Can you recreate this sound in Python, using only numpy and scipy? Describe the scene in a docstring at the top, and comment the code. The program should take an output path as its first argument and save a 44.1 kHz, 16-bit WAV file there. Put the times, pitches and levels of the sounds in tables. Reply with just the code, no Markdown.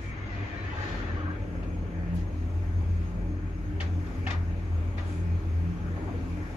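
"""A lift's hoist motor hums through the cabin walls as the car climbs, heard inside at two microphone ports.
The hum, its orders and the drones are wavering sines; rumble, air, ringing panels, a steady hum line and a high
drive whine are shaped noise. For about the first 1.4 seconds a guide scrapes, as friction noise with short
gliding whistles. Brief noise swells make rustles, bumps and click tails; dull knocks are dying modes. Shaft
switches click as the car passes a landing: each is a snap, a ringing housing and dense echoes."""
import sys
import numpy as np
from scipy import signal
from scipy.fft import irfft, next_fast_len
from scipy.io import wavfile
from scipy.ndimage import uniform_filter1d

SR = 44100
rng = np.random.default_rng(int(sys.argv[2]) if len(sys.argv) > 2 else 0)


def generate_wav(signal):
    """Clip the signal to [-1, 1] and save it as 16-bit WAV at the path in sys.argv[1]."""
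    frames = np.transpose(np.atleast_2d(signal))
    scaled = np.clip(frames, -1, 1) * 32767
    pcm = np.round(scaled).astype(np.int16)
    wavfile.write(sys.argv[1], SR, pcm)


N = 289296
SIZE, HOP = 2048, 512  # default short-time frame and step, samples

# likeness of the two ports: freq_hz, likeness (-1 opposite to 1 same)
LIKENESS = [(60, .992), (100, .97), (130, .85), (270, .92), (500, .6), (700, .35), (1100, .35),
            (1500, -.45), (1900, -.55), (2400, .3), (3200, .25), (4000, 0), (7000, .2), (8300, -.97),
            (9300, -.95), (10000, .97), (11700, .95), (12700, -.97)]
# lean of the port pair: freq_hz, left_over_right_db
LEAN = [(45, 1), (90, 1.2), (170, .4), (300, 2), (700, 3.5), (1100, 3.5), (1700, 6), (2600, 1), (3300, 1.5),
        (6000, -1.5), (8000, .1)]
# lag of the left port: freq_hz, lag_radians
LAG = [(40, .1), (100, .17), (172, .5), (300, .15), (1000, .25), (1400, 0)]
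# modes of rail and cabin frame that colour rumble and scrape: freq_hz, width_hz, peak_db (before scaling)
FRAME_MODES = [(580, 10, 5), (628, 12, 1), (709, 12, 4), (855, 40, 6), (1105, 16, 4), (1590, 40, 2),
               (1832, 29, 4), (2295, 25, 5), (2460, 25, 4), (3077, 30, 3), (3250, 40, 3), (3480, 40, 3),
               (4060, 29, 3)]


def gain_of(db):
    """Amplitude factor of a level in dB."""
    return 10 ** (np.asarray(db) / 20)


def evened(x):
    """A signal scaled to rms 1."""
    return x / np.sqrt(np.mean(x ** 2) + 1e-20)


def read(points, hz):
    """A spectrum table read on a log-frequency axis."""
    f, value = np.transpose(points)
    return np.interp(np.log(hz + 1), np.log(f + 1), value)


def columns(rows, t):
    """Every column of a curve table at the times t."""
    s, *rest = np.transpose(rows)
    return [np.interp(t, s, c) for c in rest]


def grid(size=SIZE, hop=HOP, count=N):
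    """Frame times and bin frequencies of short-time spectra."""
    return np.arange(count // hop + 9) * hop / SR, np.fft.rfftfreq(size, 1 / SR)[:, None]


def unit(db, band=True):
    """Gains of a spectrum, scaled to power 1 within a band of each frame."""
    gain = gain_of(db)
    return gain / np.sqrt((gain ** 2 * band).sum(0))


def random_grid(t, hz):
    """Independent random values for every bin and frame."""
    return rng.standard_normal((len(t), len(hz))).T


def smoothed(values, bins, frames):
    """A time-frequency grid averaged over bins and frames, then scaled to rms 1."""
    return evened(uniform_filter1d(uniform_filter1d(values, bins, 0), frames, 1))


def peaks_db(modes, hz):
    """The peaks that a set of modes raises in a spectrum."""
    return sum(db / (1 + (2 * (hz - f) / w) ** 2) for f, w, db in modes)


def apart_at(hz):
    """Phase between the ports, in radians, that gives a sine their likeness."""
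    return np.arccos(np.clip(read(LIKENESS, hz), -1, 1))


def ports(left, other, hz):
    """Two partly alike spectra for the two ports, with the lean and lag of the housing."""
    same, lean = np.clip(read(LIKENESS, hz), -1, 1), gain_of(read(LEAN, hz) / 2)
    right = same * left * np.exp(1j * read(LAG, hz)) + np.sqrt(1 - same ** 2) * other
    return np.array([left * lean, right / lean])


def noise(gain, hz, hop=HOP):
    """Diffuse noise from random short-time spectra; a frame of power 1 gives rms 1 before the lean."""
    a, b, c, d = rng.standard_normal((*gain.T.shape, 4)).T
    size = 2 * len(hz) - 2
    spectra = ports(a + 1j * b, c + 1j * d, hz) * gain
    sound = signal.istft(spectra, nperseg=size, noverlap=size - hop)[1][:, :N]
    return sound * np.sqrt(3 * size / 8 / hop)  # makes up for the overlapping windows


def drift(span):
    """Slow chance of rms 1, averaged twice over a span of samples."""
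    return evened(uniform_filter1d(uniform_filter1d(rng.standard_normal(N), size=span), size=span))


def tone(hz, db, waver_hz, throb_db, apart=0, span=2500):
    """A sine that follows curves, wavering in pitch and throbbing in level, with the lean and lag of the ports."""
    phase = 2 * np.pi * (np.cumsum(hz + waver_hz * drift(span)) / SR + rng.random())
    lean, lag = gain_of(read(LEAN, np.mean(hz)) / 2), read(LAG, np.mean(hz)) + apart
    level = np.sqrt(2) * gain_of(db + throb_db * drift(span))
    return level * np.array([lean * np.sin(phase - lag), np.sin(phase) / lean])


def motor():
    """Hum orders and rope bounce rise in pitch with the car's speed; wall drones and a buzz keep their own pitch."""
    # swelling levels of the hum and its second and third orders, before the start fade: time_s, level_db
    hum_curve = [(0.8, -35), (0.85, -49), (1.06, -39), (1.1, -28.5), (1.59, -42), (1.83, -32), (1.92, -53),
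                 (2.0, -31), (2.07, -39), (2.16, -27.5), (2.31, -45), (2.34, -31.5), (2.95, -26.5),
                 (3.11, -39.5), (3.35, -34.5), (3.61, -42.5), (3.8, -30), (4.04, -30), (4.1, -46),
                 (4.17, -35.5), (4.41, -28), (4.65, -38), (4.68, -32.5), (4.81, -25.5), (4.94, -33.5),
                 (5.37, -26.5), (5.42, -37.5), (5.5, -26), (5.66, -26.5), (5.77, -42.5), (5.93, -30.5),
                 (6.03, -39), (6.38, -36.5), (6.56, -47)]
    second_curve = [(1.0, -51), (1.22, -62), (1.31, -38.5), (1.39, -56.5), (1.54, -42.5), (2.02, -40),
                    (2.16, -35), (2.35, -51), (3.18, -39), (3.31, -38), (3.37, -58), (3.43, -39),
                    (3.51, -48), (3.69, -41.5), (3.83, -47.5), (3.86, -45), (4.48, -44.5), (4.96, -56.5),
                    (5.2, -37), (5.38, -36.5), (5.43, -64.5), (5.68, -35), (5.97, -40.5), (6.13, -56),
                    (6.25, -40.5), (6.56, -54.5)]
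    third_curve = [(0.0, -74), (0.05, -61), (1.88, -49.5), (1.92, -55), (2.17, -50), (2.23, -76),
                   (2.37, -42.5), (2.57, -55), (3.89, -59.5), (4.27, -41.5), (4.42, -59.5), (5.02, -47.5),
                   (5.06, -58.5), (6.19, -45.5), (6.21, -43), (6.56, -52)]
    # level of the car bouncing on its ropes: time_s, level_db
    bounce_curve = [(0, -53), (.6, -52), (1.1, -37.5), (1.44, -45), (1.6, -37), (2.4, -35), (2.65, -41),
                    (2.85, -37), (3.4, -36), (4.25, -44), (4.55, -37), (6.2, -43), (6.56, -38.5)]
    # lower wall drone while the car pulls away: time_s, level_db
    low_drone_curve = [(0.0, -40.5), (0.138, -39.5), (0.194, -47), (0.312, -38.5), (0.578, -55), (0.7, -43)]
    # upper wall drone while the car pulls away: time_s, pitch_hz, level_db
    drone_curve = [(0, 99.3, -55), (.16, 96.6, -48), (.24, 98.3, -35.5), (.33, 97.8, -40.5),
                   (.4, 99, -36.5), (.5, 99.1, -48.5), (.66, 90, -40), (.735, 92.2, -67), (.81, 95.8, -31),
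                   (.92, 95.5, -59), (1.12, 97.5, -42), (1.35, 98.2, -59), (1.45, 99.6, -36),
                   (1.6, 97.3, -73)]
    # level of the buzz: time_s, level_db
    buzz_curve = [(0.0, -62.5), (0.33, -48), (1.15, -51.5), (1.19, -44.5), (2.1, -52.5), (2.26, -46),
                  (3.12, -60), (3.29, -41), (3.45, -51.5), (3.51, -54.5), (3.74, -43.5), (3.84, -61),
                  (3.93, -48), (4.99, -59), (5.13, -44), (5.39, -53.5), (6.49, -44.5), (6.56, -55)]
    start_speed, cruise_s = .62, 1.05  # share of full speed at the start, time of full speed
    hum_hz, bounce_hz = 86.02, 45.8  # at full speed
    low_drone_hz, buzz_hz = 55, 300.4
    start_db = -27  # the motor is quieter at the starting speed

    t = np.arange(N) / SR
    ramp = np.clip(t / cruise_s, 0, 1)
    speed = start_speed + (1 - start_speed) * ramp

    orders = tone(hum_hz * speed, *columns(hum_curve, t), waver_hz=1.7, throb_db=1.5)
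    orders += tone(2 * hum_hz * speed, *columns(second_curve, t), waver_hz=1.8, throb_db=2.5, apart=0.14)
    orders += tone(3 * hum_hz * speed, *columns(third_curve, t), waver_hz=1.193, throb_db=1.5)
    orders *= gain_of(start_db * (1 - ramp))

    bounce = tone(bounce_hz * speed, *columns(bounce_curve, t), waver_hz=.8, throb_db=2.5)
    fade = np.clip(1 - (t - low_drone_curve[-1][0]) / 0.11, 0, 1)
    low_drone = tone(low_drone_hz, *columns(low_drone_curve, t), waver_hz=1.6, throb_db=0.9) * fade
    drone = tone(*columns(drone_curve, t), waver_hz=0.96, throb_db=2.0)
    buzz = tone(buzz_hz, *columns(buzz_curve, t), waver_hz=0.63, throb_db=2.5)
    return orders + bounce + low_drone + drone + buzz


def ringing(modes, count):
    """Steady noise in narrow resonances (freq_hz, width_hz, level_db rms), at both ports."""
    hz = np.fft.rfftfreq(count, 1 / SR)
    a, b, c, d = rng.standard_normal((4, len(hz)))
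    power = 0
    for f, width, db in modes:
        shape = 1 / (1 + (2 * (hz - f) / width) ** 2)
        power = power + (gain_of(db) * shape) ** 2 / (shape ** 2).sum()
    return irfft(ports(a + 1j * b, c + 1j * d, hz) * np.sqrt(power), count) * count / 2


def cabin():
    """Wall panels, a steady hum line and the drive's switching whine, as steady noise in narrow resonances."""
    # ringing wall panels, and a steady hum line near 204 Hz: freq_hz, width_hz, level_db (rms)
    panel_and_hum_modes = [(98.7, 14.7, -42), (137.1, 5.5, -52), (204, 7.1, -57), (193, 20, -57),
                           (246.3, 49, -52.5), (323.4, 22, -51.5), (390.8, 19, -54.5)]
    # switching whine of the motor drive: freq_hz, width_hz, level_db (rms)
    whine_modes = [(6496, 32, -73), (12990, 80, -85)]
    return ringing(panel_and_hum_modes + whine_modes, count=next_fast_len(N))[:, :N]


def rumble():
    """Rail rumble and air hiss as shaped noise, in drifting patches of time and pitch."""
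    # colour of the rail rumble: freq_hz, relative level_db (per Hz)
    rail_colour = [(25, -21), (38, -6), (70, 1.5), (120, -10), (220, -10), (450, -14.5), (900, -23.5),
                   (1500, -23), (2400, -27), (3200, -39), (5000, -52), (8000, -95.5), (12000, -80.5)]
    # colour of the air hiss: freq_hz, relative level_db (per Hz)
    air_colour = [(2000, 5), (5000, 2), (7500, -1.5), (10000, -7.5), (13000, -9), (15000, -15)]
    # course of the ride: time_s, rumble_db (350-900 Hz), hiss_db (9.7-12.3 kHz), before the patches
    ride_curve = [(0, -54.5, -86), (.36, -50.5, -89.5), (.97, -47, -79), (1.15, -47, -87.5),
                  (1.5, -50, -80.5), (2.05, -50, -82), (2.4, -51, -79), (3.05, -50.5, -78),
                  (3.4, -52.5, -83), (4.18, -48.5, -75.5), (4.5, -50.5, -79.5), (5.1, -49, -77.5),
                  (5.9, -49.5, -78), (6.3, -48.5, -75.5), (6.56, -48, -75.5)]
    t, hz = grid()
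    rails_db, air_db = columns(ride_curve, t)
    patches = smoothed(random_grid(t, hz), bins=24, frames=8)
    low, high = (hz > 350) & (hz < 900), (hz > 9700) & (hz < 12300)
    rails = unit(read(rail_colour, hz) + 1.3 * peaks_db(FRAME_MODES, hz), low) * gain_of(rails_db)
    air = unit(read(air_colour, hz), high) * gain_of(air_db)
    return noise(np.hypot(rails, air) * gain_of(1.5 * patches), hz)


def scrape():
    """Guide friction as noise coloured by rail and frame, with one sinking resonance and a quick flutter."""
    # course of the scrape: time_s, level_db (1-2.8 kHz, before flutter), brightness (0-1)
    scrape_curve = [(0, -49.5, 1), (.12, -47, 0.3), (.33, -45.5, .7), (.6, -44, 0.6), (.73, -43, 0.6),
                    (.84, -40, 1), (.96, -42, 0.93), (1.13, -44.5, 0.6), (1.27, -47, 0), (1.33, -47.5, 0.1),
                    (1.365, -48, 0.12)]
    # colour the rail gives: freq_hz, relative level_db (per Hz)
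    rail_colour = [(400, 11), (850, 6.5), (1100, 9.5), (2400, 3), (3000, 0), (4200, -6), (7000, -17.5),
                   (9500, -67), (12000, -37)]
    resonance_hz, sink_hz_per_s = 2027, 340
    count = 3 * SR // 2
    t, hz = grid(count=count)

    centre, bright = resonance_hz - sink_hz_per_s * t, columns(scrape_curve, t)[1]
    octaves = np.log2(hz / centre + 1e-9)
    colour = read(rail_colour, hz) + peaks_db(FRAME_MODES, hz)
    colour = colour + 10.1 * np.exp(-(octaves / 0.33) ** 2)
    colour = colour + 9 * (bright - .5) * np.clip(np.log2(hz / 2000 + 1e-9), 0, 2)
    streaks = smoothed(random_grid(t, hz), bins=2, frames=5)  # fine strands that come and go

    flutter = evened(uniform_filter1d(rng.standard_normal(count), 300))
    s = np.arange(count) / SR
    release = np.clip((scrape_curve[-1][0] - s) / 0.022 + 1, 0, 1)  # the guide lets go
    level = gain_of(columns(scrape_curve, s)[0] + 0.2 * flutter) * release
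    band = (hz > 1000) & (hz < 2800)
    sound = noise(unit(colour + 3.6 * streaks, band), hz)[:, :count] * level
    return np.pad(sound, [(0, 0), (0, N - count)])


def swell(t, s, length):
    """A quick rise and a slower fall."""
    return np.sin(np.pi * np.clip((t - s) / length, 0, 1) ** 0.54)


def noise_swells():
    """Brief swells of noise around one pitch each: rustles, bumps, a low swell and tails of clicks."""
    # passing swells: start_s, length_s, level_db, centre_hz, width_octaves
    swell_events = [(0, 0.15, -62.5, 6000, 0.53), (1.305, 1.08, -49, 490, 0.34),
                    (1.902, 0.42, -54, 1740, 0.24), (2.142, 0.041, -59, 10000, .8),
                    (2.151, 0.096, -57, 3380, 0.98), (3.83, .08, -52, 1900, .7),
                    (4.315, .07, -46, 1400, 0.7), (4.971, 0.064, -52, 2200, 0.96),
                    (5.012, 0.22, -56.5, 2410, 0.92), (5.055, 0.21, -60.5, 7560, 0.39),
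                    (5.93, 0.29, -46.5, 430, 1.36), (5.96, 0.04, -48, 800, 1.2),
                    (6.07, 0.061, -47, 800, 0.89), (6.133, 0.054, -51, 700, 0.72)]
    t, hz = grid(size=512, hop=128)
    power = 0
    for s, length, db, centre, wide in swell_events:
        colour = unit(-6 * (np.log2(hz / centre + 1e-9) / wide) ** 2)
        power = power + (colour * gain_of(db) * swell(t, s, length)) ** 2
    return noise(np.sqrt(power), hz, hop=128)


def sings():
    """Single rail modes sing out as short gliding whistles: sines with a fast waver in pitch and level."""
    # whistles: start_s, length_s, start_hz, end_hz, level_db
    sing_events = [(.03, 0.17, 2280, 2300, -54.5), (0.29, 0.15, 2030, 1800, -52),
                   (.3, 0.49, 675, 695, -51.5), (0.324, 0.24, 2400, 2480, -57),
                   (0.506, 0.055, 1770, 1800, -46), (.56, 0.092, 1820, 1824, -46.5),
                   (0.63, 0.11, 1760, 1740, -45), (0.5, 0.2, 2360, 2280, -52.5),
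                   (0.557, 0.15, 4000, 4005, -61), (0.696, 0.26, 1170, 1150, -54),
                   (0.72, 0.28, 850, 847, -46.5), (.77, 0.11, 1580, 1566, -49),
                   (0.68, 0.097, 3050, 3090, -58), (.62, .3, 2500, 2700, -57),
                   (0.059, 0.298, 2200, 2120, -56), (.85, .2, 1600, 2030, -53),
                   (.81, 0.096, 1900, 1800, -51), (1.091, .04, 1800, 1690, -47),
                   (1, 0.027, 1390, 1404, -54), (1.13, 0.037, 1950, 1940, -53),
                   (1.3, 0.064, 1127, 1040, -57), (1.167, 0.039, 1200, 1070, -46),
                   (1.189, 0.027, 1350, 1430, -49), (1.204, .035, 1300, 1200, -47),
                   (1.217, 0.047, 1130, 1070, -47.5), (1.243, 0.031, 1440, 1540, -47),
                   (1.255, 0.038, 1640, 1500, -44), (1.26, 0.085, 1100, 1223, -48),
                   (1.286, .055, 1555, 1625, -46.5)]
    t, out = np.arange(N) / SR, 0
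    for s, length, start_hz, end_hz, db in sing_events:
        hz = np.interp(t, [s, s + length], [start_hz, end_hz])
        whistle = tone(hz, db, waver_hz=28, throb_db=4, apart=apart_at(end_hz), span=150)
        out = out + whistle * swell(t, s, length)
    return out


def struck(t, hz, db, t60, rise):
    """One struck mode at both ports: a sine that rises quickly and dies exponentially."""
    u = np.maximum(t, 0)
    level = gain_of(db - 60 * u / t60) * np.minimum(u / rise, 1)
    lean = gain_of(read(LEAN, hz) * np.array([[.5], [-.5]]))
    return level * np.sin(2 * np.pi * hz * u - [[apart_at(hz)], [0]]) * lean


def clack(t, tilt_db, rise, pitch_ratio):
    """Dying modes of the switch, a little different at each blow, struck again by the bouncing contact."""
    # modes before pitch ratio, tilt and chance: freq_hz, relative level_db, t60_s,
    # delay_s (onset of the mode after the blow)
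    clack_modes = [(602, -8, 0.08, 0.021), (800, -0.5, .07, 0.002), (1152, -6, 0.11, .028),
                   (1610, -2, .045, .019), (1860, 4, 0.045, 0.003), (2260, 4, 0.05, .006),
                   (2720, -1, .035, .015), (3060, -1, .035, .012), (3470, -3, 0.04, 0.009),
                   (4340, -9, .04, .004)]
    chatter_s, chatter_db = 0.027, -9  # time scale and relative level of the second strike
    out = 0
    for hz, db, t60, delay in clack_modes:
        detune = 0.0057 * rng.standard_normal(2)
        uneven_db = rng.standard_normal(2)
        bounce_s = chatter_s * (.3 + 0.71 * rng.random())
        hz = hz * pitch_ratio
        first_db, again_db = db + .5 * tilt_db * np.log2(hz / 2500) + uneven_db
        again_hz = hz * (1 + 3 * detune[1])
        out = out + struck(t - delay, hz * (1 + detune[0]), first_db, t60, rise)
        out = out + struck(t - delay - bounce_s, again_hz, again_db + chatter_db, .6 * t60, .0015)
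    return out


def clicks():
    """A contact snaps, the housing rings; dense echoes of shaft and cabin follow, each band dying at its own speed."""
    # clicks: start_s, level_db (echo rms at the start, before build-up), tilt_db (per octave), rise_s,
    # snap_hz, ring_db (snap and housing against echoes), pitch_ratio (of the ring)
    click_events = [(1.626, -53.5, 0, 0.0034, 2804, 2, 1.0), (3.802, -36.5, 2, 0.00089, 3000, 0.5, 0.98),
                    (4.058, -48, -4, 0.0072, 1750, -6, 0.92),
                    (4.2665, -34.5, -1.5, 0.0011, 2880, 0.5, 0.96),
                    (4.300, -34.5, 1, 0.0024, 2510, -8, 1.04), (4.974, -40, -3, 0.006, 2520, -9, 1)]
    # colour of the switch: freq_hz, relative level_db (per Hz)
    switch_colour = [(300, -16), (700, -9.5), (1100, -5), (2000, 0.5), (3000, -12), (4500, -8.5),
                     (7000, -18), (9000, -33), (15000, -52)]
    # housing modes that colour the echoes: freq_hz, width_hz, peak_db
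    housing_modes = [(740, 150, 8), (1930, 110, 4), (2500, 120, 1), (2950, 420, 4), (3590, 320, 6)]
    # echo of shaft and cabin: freq_hz, t60_s
    shaft_decay = [(500, 0.89), (2000, 0.26), (5000, 0.18), (9000, 0.17)]
    snap_db, snap_t60, snap_pair = 7, .018, 1.1  # relative level, shortest decay s, pitch ratio of two modes
    echo_s = .004  # the echoes build up over this time plus the rise

    count = SR // 3
    out, t = np.zeros((2, N + SR)), np.arange(count) / SR
    frame, hz = grid(size=256, hop=32, count=count)
    # the top arrives with the echoes
    late = np.clip(frame / 0.0054, .15, 1) ** np.clip(np.log2(hz / 3000 + 1e-9), 0, 1)
    decay = gain_of(-60 * frame / read(shaft_decay, hz))
    for s, db, tilt_db, rise, snap_hz, ring_db, pitch_ratio in click_events:
        tilt = tilt_db * np.log2(hz / 2500 + 0.091)
        colour = unit(read(switch_colour, hz) + peaks_db(housing_modes, hz) + tilt)
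        echoes = noise(colour * late * decay, hz, hop=32)[:, :count]
        echoes = echoes * np.minimum(t / (rise + echo_s), 1)
        snap = sum(struck(t, snap_hz * k, snap_db, snap_t60 + 4 * rise, rise) for k in (1, 1 / snap_pair))
        blow = gain_of(ring_db) * (snap + clack(t, tilt_db, rise, pitch_ratio))
        out[:, round(s * SR):][:, :count] += gain_of(db) * (echoes + blow)
    return out[:, :N]


def knocks():
    """Dull rings that build up over a cycle or more, and quicker rattles of the switch lever, as dying modes."""
    # knocks in the cabin and bumps of a hand: start_s, pitch_hz, peak_db, t60_s
    knock_events = [(2.061, 700, -42, .05), (2.821, 62, -22.5, .3), (4.789, 101, -35, .2),
                    (5.906, 308, -31, .1), (5.962, 800, -42, .2), (5.968, 660, -42, 0.18),
                    (5.985, 403, -35, .12), (6.015, 323, -33, .2), (6.055, 396, -38, .12),
                    (6.072, 900, -41, .12), (6.08, 691, -38, 0.21), (6.078, 375, -32, 0.12),
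                    (6.092, 1006, -43, 0.11), (6.102, 263, -27.5, .2), (6.138, 474, -33, 0.13),
                    (6.2, 263, -39, 0.15), (6.222, 269, -32, 0.16)]
    # the switch lever rattling on after a click: start_s, pitch_hz, peak_db, t60_s
    rattle_events = [(4.282, 2900, -39, .04), (4.292, 2600, -36, .04), (4.306, 2400, -33, .04),
                     (4.308, 3600, -37.5, .08), (4.309, 1950, -31, .07), (4.313, 950, -33, .07),
                     (4.322, 1950, -35, .08), (4.332, 1200, -36, .09), (4.347, 1050, -38, .07),
                     (4.981, 1940, -38, .06), (4.986, 3620, -46, .05), (4.983, 1000, -41, .07),
                     (4.995, 1950, -41, .07), (5.008, 1200, -43, .05)]
    t = np.arange(N) / SR
    dull = sum(struck(t - s, hz, db, t60, .004 + 1.2 / hz) for s, hz, db, t60 in knock_events)
    rattles = sum(struck(t - s, hz, db, t60, .002) for s, hz, db, t60 in rattle_events)
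    return dull + rattles


def scene():
    """All layers of the ride at the two ports."""
    return motor() + cabin() + rumble() + scrape() + noise_swells() + sings() + clicks() + knocks()


def record(dry):
    """A steep low-pass limits the band of both ports to 15 kHz."""
    edge = signal.firwin(511, 15000, window=("kaiser", 9), fs=SR)
    padded = np.pad(dry, [(0, 0), (255, 255)], "reflect", reflect_type="odd")
    return signal.oaconvolve(padded, edge[None], "valid")


dry = scene()
out = record(dry)
generate_wav(out)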